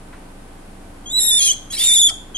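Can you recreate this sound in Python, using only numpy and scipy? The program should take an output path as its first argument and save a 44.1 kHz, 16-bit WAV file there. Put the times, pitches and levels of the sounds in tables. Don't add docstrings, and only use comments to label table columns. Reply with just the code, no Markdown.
import sys
import numpy as np
from scipy import signal
from scipy.fft import rfft, irfft, next_fast_len
from scipy.io import wavfile
from scipy.ndimage import uniform_filter1d, minimum_filter1d, map_coordinates

SR = 44100
rng = np.random.default_rng(int(sys.argv[2]) if len(sys.argv) > 2 else 0)


def to_wav(s):
    ch = np.atleast_2d(s).T
    pcm = np.round(np.clip(ch, -1, 1) * 32767)
    wavfile.write(sys.argv[1], SR, pcm.astype(np.int16))


N = 104605


def amp(db):
    return 10 ** (np.asarray(db) / 20)


def unit(x):
    return x / np.sqrt(np.mean(x ** 2) + 1e-20)


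def along(points, hz):
    f, v = np.transpose(points)
    return np.interp(np.log(hz + 1), np.log(f + 1), v)


def clock():
    return np.arange(N) / SR


def curves(rows):
    s, *cols = np.transpose(rows)
    return [np.interp(clock(), s, c) for c in cols]


def wobble(rate):
    return map_coordinates(rng.standard_normal(int(N * rate / SR) + 4), [clock() * rate])


def gate(start, end, rise, fall):
    return np.interp(clock(), [start - rise, start, end, end + fall], [0, 1, 1, 0])


def filtered(x, response):
    m = next_fast_len(N + SR // 2)
    return irfft(rfft(x, m) * response(np.fft.rfftfreq(m, 1 / SR)), m)[..., :N]


# (frequency [Hz], relative density [dB])
ROOM_TONE = [(18, -20.5), (40, -15), (75, -11.5), (140, -15), (195, -14), (290, -15.5), (420, -19),
             (750, -20), (1500, -27.5), (3000, -34), (6000, -40.5), (9500, -35), (11500, -40), (12800, -52),
             (15500, -56.5)]
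# (frequency [Hz], correlation [0-1])
ROOM_TONE_LIKENESS = [(60, 0.92), (250, 0.968), (600, 0.19), (1500, 0.033), (12000, 0.04)]
# (frequency [Hz], level [dB])
HUM_LINES = [(25.5, -41.5), (73, -60), (191, -56), (277, -56.5), (300, -57), (768, -61.5), (1530, -64.5)]


def room_tone():
    def mid_and_side(hz):
        width = np.arccos(np.clip(along(ROOM_TONE_LIKENESS, hz), -1, 1)) / 2
        return amp(along(ROOM_TONE, hz)) * [np.cos(width), np.sin(width)]

    mid, side = filtered(rng.standard_normal((2, N)), mid_and_side)
    out = amp(-42.5) * unit(np.array([mid + side, mid - side]))
    for hz, db in HUM_LINES:
        waver = 0.029 * np.sqrt(hz) * wobble(6.43)
        out += amp(db) * np.sqrt(2) * np.sin(2 * np.pi * hz * clock() + waver)
    return out


# (time [s], level [dB], centre [Hz], width [Hz], t60 [s])
HAND_BUMPS = [(0.126, -43.5, 1580, 1800, 0.25), (2.091, -33.5, 1315, 169, 0.1),
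              (2.109, -35.5, 695, 300, 0.076)]


def handling(rise_s=0.0014):
    out = np.zeros((2, N))
    for start, db, centre, width, t60 in HAND_BUMPS:
        age = np.maximum(clock() - start, 0)
        band = filtered(rng.standard_normal(N), lambda hz: 1 / (1 + (2 * (hz - centre) / width) ** 2))
        out += unit(band) * amp(db - 60 * age / t60) * (1 - np.exp(-age / rise_s))
    return out


# (frequency [Hz], t60 [s])
ROOM_DECAY = [(300, 0.23), (3500, 0.46), (7000, 0.4), (11000, 0.32), (15000, 0.32)]


def room_echo(near, tail_rise_s=0.0055, early_decay_s=0.0081):
    hz, times, spectra = signal.stft(rng.standard_normal((2, SR * 3 // 4)), SR, nperseg=256)
    decay = amp(-60 * times / along(ROOM_DECAY, hz)[:, None])
    tail = signal.istft(spectra * decay, SR, nperseg=256)[1]
    age = np.arange(tail.shape[1]) / SR
    tail *= 1 - np.exp(-age / tail_rise_s)
    spikes = rng.standard_normal(tail.shape) ** 5
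    early = spikes * (age > 0.002) * np.exp(-age / early_decay_s)
    response = sum(amp(db) * part / np.linalg.norm(part, axis=1, keepdims=True)
                   for part, db in [(tail, -14.5), (early, -6.5)])
    return signal.fftconvolve(near, response, axes=1)[:, :N]


# (time [s], pitch [Hz])
FIRST_PITCH = [(1.06, 3204), (1.09, 3318), (1.135, 3876), (1.18, 3990), (1.197, 3940), (1.203, 3670.0),
               (1.249, 3779), (1.285, 3686), (1.3, 3840.0), (1.312, 3510), (1.381, 3600), (1.395, 3397),
               (1.414, 3256), (1.46, 3315.0), (1.501, 3040), (1.524, 3369)]
SECOND_PITCH = [(1.706, 3241), (1.722, 3375.0), (1.784, 3200), (1.804, 3480), (1.861, 3686), (1.894, 3610),
                (1.902, 3506), (1.934, 3570), (1.948, 3718), (1.958, 3610), (1.968, 3454), (1.983, 3421),
                (1.994, 3566), (2.008, 3661), (2.023, 3389), (2.045, 3470), (2.054, 3550), (2.074, 3413),
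                (2.096, 3179)]
THIRD_PITCH = [(2.347, 3239), (2.352, 3237), (2.36, 3142), (2.372, 3240)]
# (time [s], fundamental [dB], second [dB], third [dB], rasp [dB])
FIRST_VOICE = [(1.062, -33.5, -42, -66, -52), (1.099, -36, -29.5, -55, -63),
               (1.139, -20.5, -26, -33.5, -60), (1.19, -13.5, -23, -27.5, -28), (1.207, -20, -16, -21, -26),
               (1.29, -15.5, -17.5, -18, -30.5), (1.375, -16.5, -17.5, -21, -26),
               (1.44, -21.5, -14, -22.5, -32), (1.473, -19, -17, -17, -29), (1.516, -17, -13, -38, -30),
               (1.535, -28.5, -64, -54, -27)]
SECOND_VOICE = [(1.706, -32.5, -35, -35, -33), (1.731, -33, -28, -46, -25.5), (1.765, -33, -56, -36, -23.5),
                (1.812, -21, -24, -42, -19.5), (1.863, -19.5, -15, -24, -15.5),
                (1.909, -15.5, -15, -17, -19.5), (1.979, -15.5, -15, -17, -22.5),
                (2.025, -14, -15.5, -17, -43), (2.071, -11.5, -15, -18, -31.5),
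                (2.098, -21.5, -41, -50, -17.5)]
THIRD_VOICE = [(2.35, -25.5, -37, -55.5, -45), (2.362, -26, -26.5, -56.5, -43), (2.38, -20, -40, -50, -37)]
# (phase lead [factor], left over right [dB])
BEAK_PLACES = [(1.135, 0.1), (0.77, 0.3), (0.83, 3)]
# (frequency [Hz], phase [rad])
LEFT_LEAD = [(100, 4.5), (2000, 1.5), (3500, 1.19), (7000, 2.5), (9000, 5.5), (11000, 6), (15000, 7)]


def myna():
    calls = [(FIRST_PITCH, FIRST_VOICE), (SECOND_PITCH, SECOND_VOICE), (THIRD_PITCH, THIRD_VOICE)]
    sides = np.array([[0.5], [-0.5]])
    out = np.zeros((2, N))
    for (pitch, voice), (lead, pan_db) in zip(calls, BEAK_PLACES):
        placing = lambda hz: amp(sides * pan_db) * np.exp(1j * sides * lead * along(LEFT_LEAD, hz))
        out += filtered(squawk(pitch, voice), placing)
    return out


def squawk(pitch, voice):
    hz, = curves(pitch)
    first_db, second_db, third_db, rasp_db = curves(voice)
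    roughness = amp(rasp_db) / (amp(rasp_db) + amp(first_db))
    strain = amp((third_db - third_db.max()) / 2)
    jitter = 0.005026 * (1 + strain) * wobble(420) + 0.0188 * roughness ** 3 * wobble(1100)
    phase = 2 * np.pi * np.cumsum(hz * (1 + jitter)) / SR
    tone = shrill_tone(phase, [first_db, second_db, third_db, third_db - 25.5], strain)
    call = amp(-2) * np.sqrt(2) * tone + amp(rasp_db - 11) * rasp(phase) + screech()
    beak_open = gate(voice[0][0], voice[-1][0], rise=0.0059, fall=0.0053)
    return call * beak_open


# (frequency [Hz], gain [dB])
BEAK_RESPONSE = [(1500, -17.5), (2400, 3.5), (3000, 0), (11300, 0), (12500, -23), (15500, -8)]


def shrill_tone(phase, harmonics_db, strain, shimmer_db=0.36):
    slower = second_vibration(phase)
    tone = sum(amp(db - shimmer_db * wobble(180)) * np.sin(k * (phase + slower))
               for k, db in enumerate(harmonics_db, 1))
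    tone = filtered(tone * (1 + slower), lambda hz: amp(along(BEAK_RESPONSE, hz)))
    tremor = amp(strain * wobble(540))
    dropout = gate(1.729, 1.772, rise=0.0026, fall=0.0026)
    return tone * tremor * (1 - dropout)


# (frequency [Hz], gain [dB])
THROAT_RESPONSE = [(300, -19), (1200, -21.5), (1900, 4), (3500, -3), (6000, 2), (9500, 7), (11000, -10),
                   (12500, -47), (15500, -15)]


def rasp(phase, harmonics_db=(-8, 0, 1)):
    bands = sum(amp(db) * (skirt() * np.cos(k * phase) + skirt() * np.sin(k * phase))
                for k, db in enumerate(harmonics_db, 1))
    pulsing = 1 + 0.61 * np.cos(phase)
    chaos = ragged(unit(bands)) * pulsing
    flutter = amp(-wobble(400))
    return filtered(chaos * flutter, lambda hz: amp(along(THROAT_RESPONSE, hz)))


def skirt(spread_hz=1404, gap_hz=520, gap_db=-12):
    gap = lambda hz: amp(gap_db / (1 + (hz / gap_hz) ** 6))
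    return filtered(rng.standard_normal(N), lambda hz: gap(hz) / np.sqrt(1 + (hz / spread_hz) ** 6))


def ragged(x, depth_db=6.5):
    spectra = signal.stft(x, nperseg=256)[2]
    patches = uniform_filter1d(rng.standard_normal(spectra.shape), size=2, axis=0)
    patches = unit(uniform_filter1d(patches, size=8, axis=1))
    return signal.istft(spectra * amp(depth_db * np.clip(patches, -2, 2)), nperseg=256)[1][:N]


# (start [s], end [s], share of the pitch [0-1], depth [0-1], drift [rad])
VOICE_SPLITS = [(1.193, 1.285, .5, 0.13, 0.63), (1.31, 1.39, 0.49, 0.13, 0.39),
                (1.419, 1.479, 0.24, 0.3, 0.42), (1.846, 1.924, 0.35, 0.07, 0.57),
                (1.945, 2.004, 0.53, 0.08, 1.1)]


def second_vibration(phase, fade_s=0.014):
    return sum(depth * gate(start, end, fade_s, fade_s) * np.cos(share * phase + drift * wobble(200))
               for start, end, share, depth, drift in VOICE_SPLITS)


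# (start [s], end [s], rise [s], fall [s], level [dB])
SCREECH_BURSTS = [(1.414, 1.478, 0.057, 0.066, -28), (1.727, 1.755, .01, 0.019, -30.5),
                  (1.795, 1.851, 0.028, 0.025, -22.5)]
# (frequency [Hz], relative level [dB])
SCREECH_SPECTRUM = [(300, -32), (1200, -19), (1900, -8), (3000, -4), (4200, 4), (6500, -14), (9500, 2),
                    (11500, -6.5), (13200, -8), (15500, -29)]


def screech():
    level = sum(amp(db) * gate(*timing) for *timing, db in SCREECH_BURSTS)
    chaos = filtered(ragged(rng.standard_normal(N)), lambda hz: amp(along(SCREECH_SPECTRUM, hz)))
    flutter = amp(-wobble(400))
    return level * unit(chaos) * flutter


def scene():
    near = myna() + handling()
    return near + room_echo(near) + room_tone()


def record(dry, ceiling=0.91, top_hz=15750):
    needed_gain = np.minimum(1, ceiling / (np.abs(dry).max(axis=0) + 1e-9))
    gain = uniform_filter1d(minimum_filter1d(needed_gain, size=301), size=301)
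    return filtered(dry * gain, lambda hz: hz < top_hz)


dry = scene()
out = record(dry)
to_wav(out)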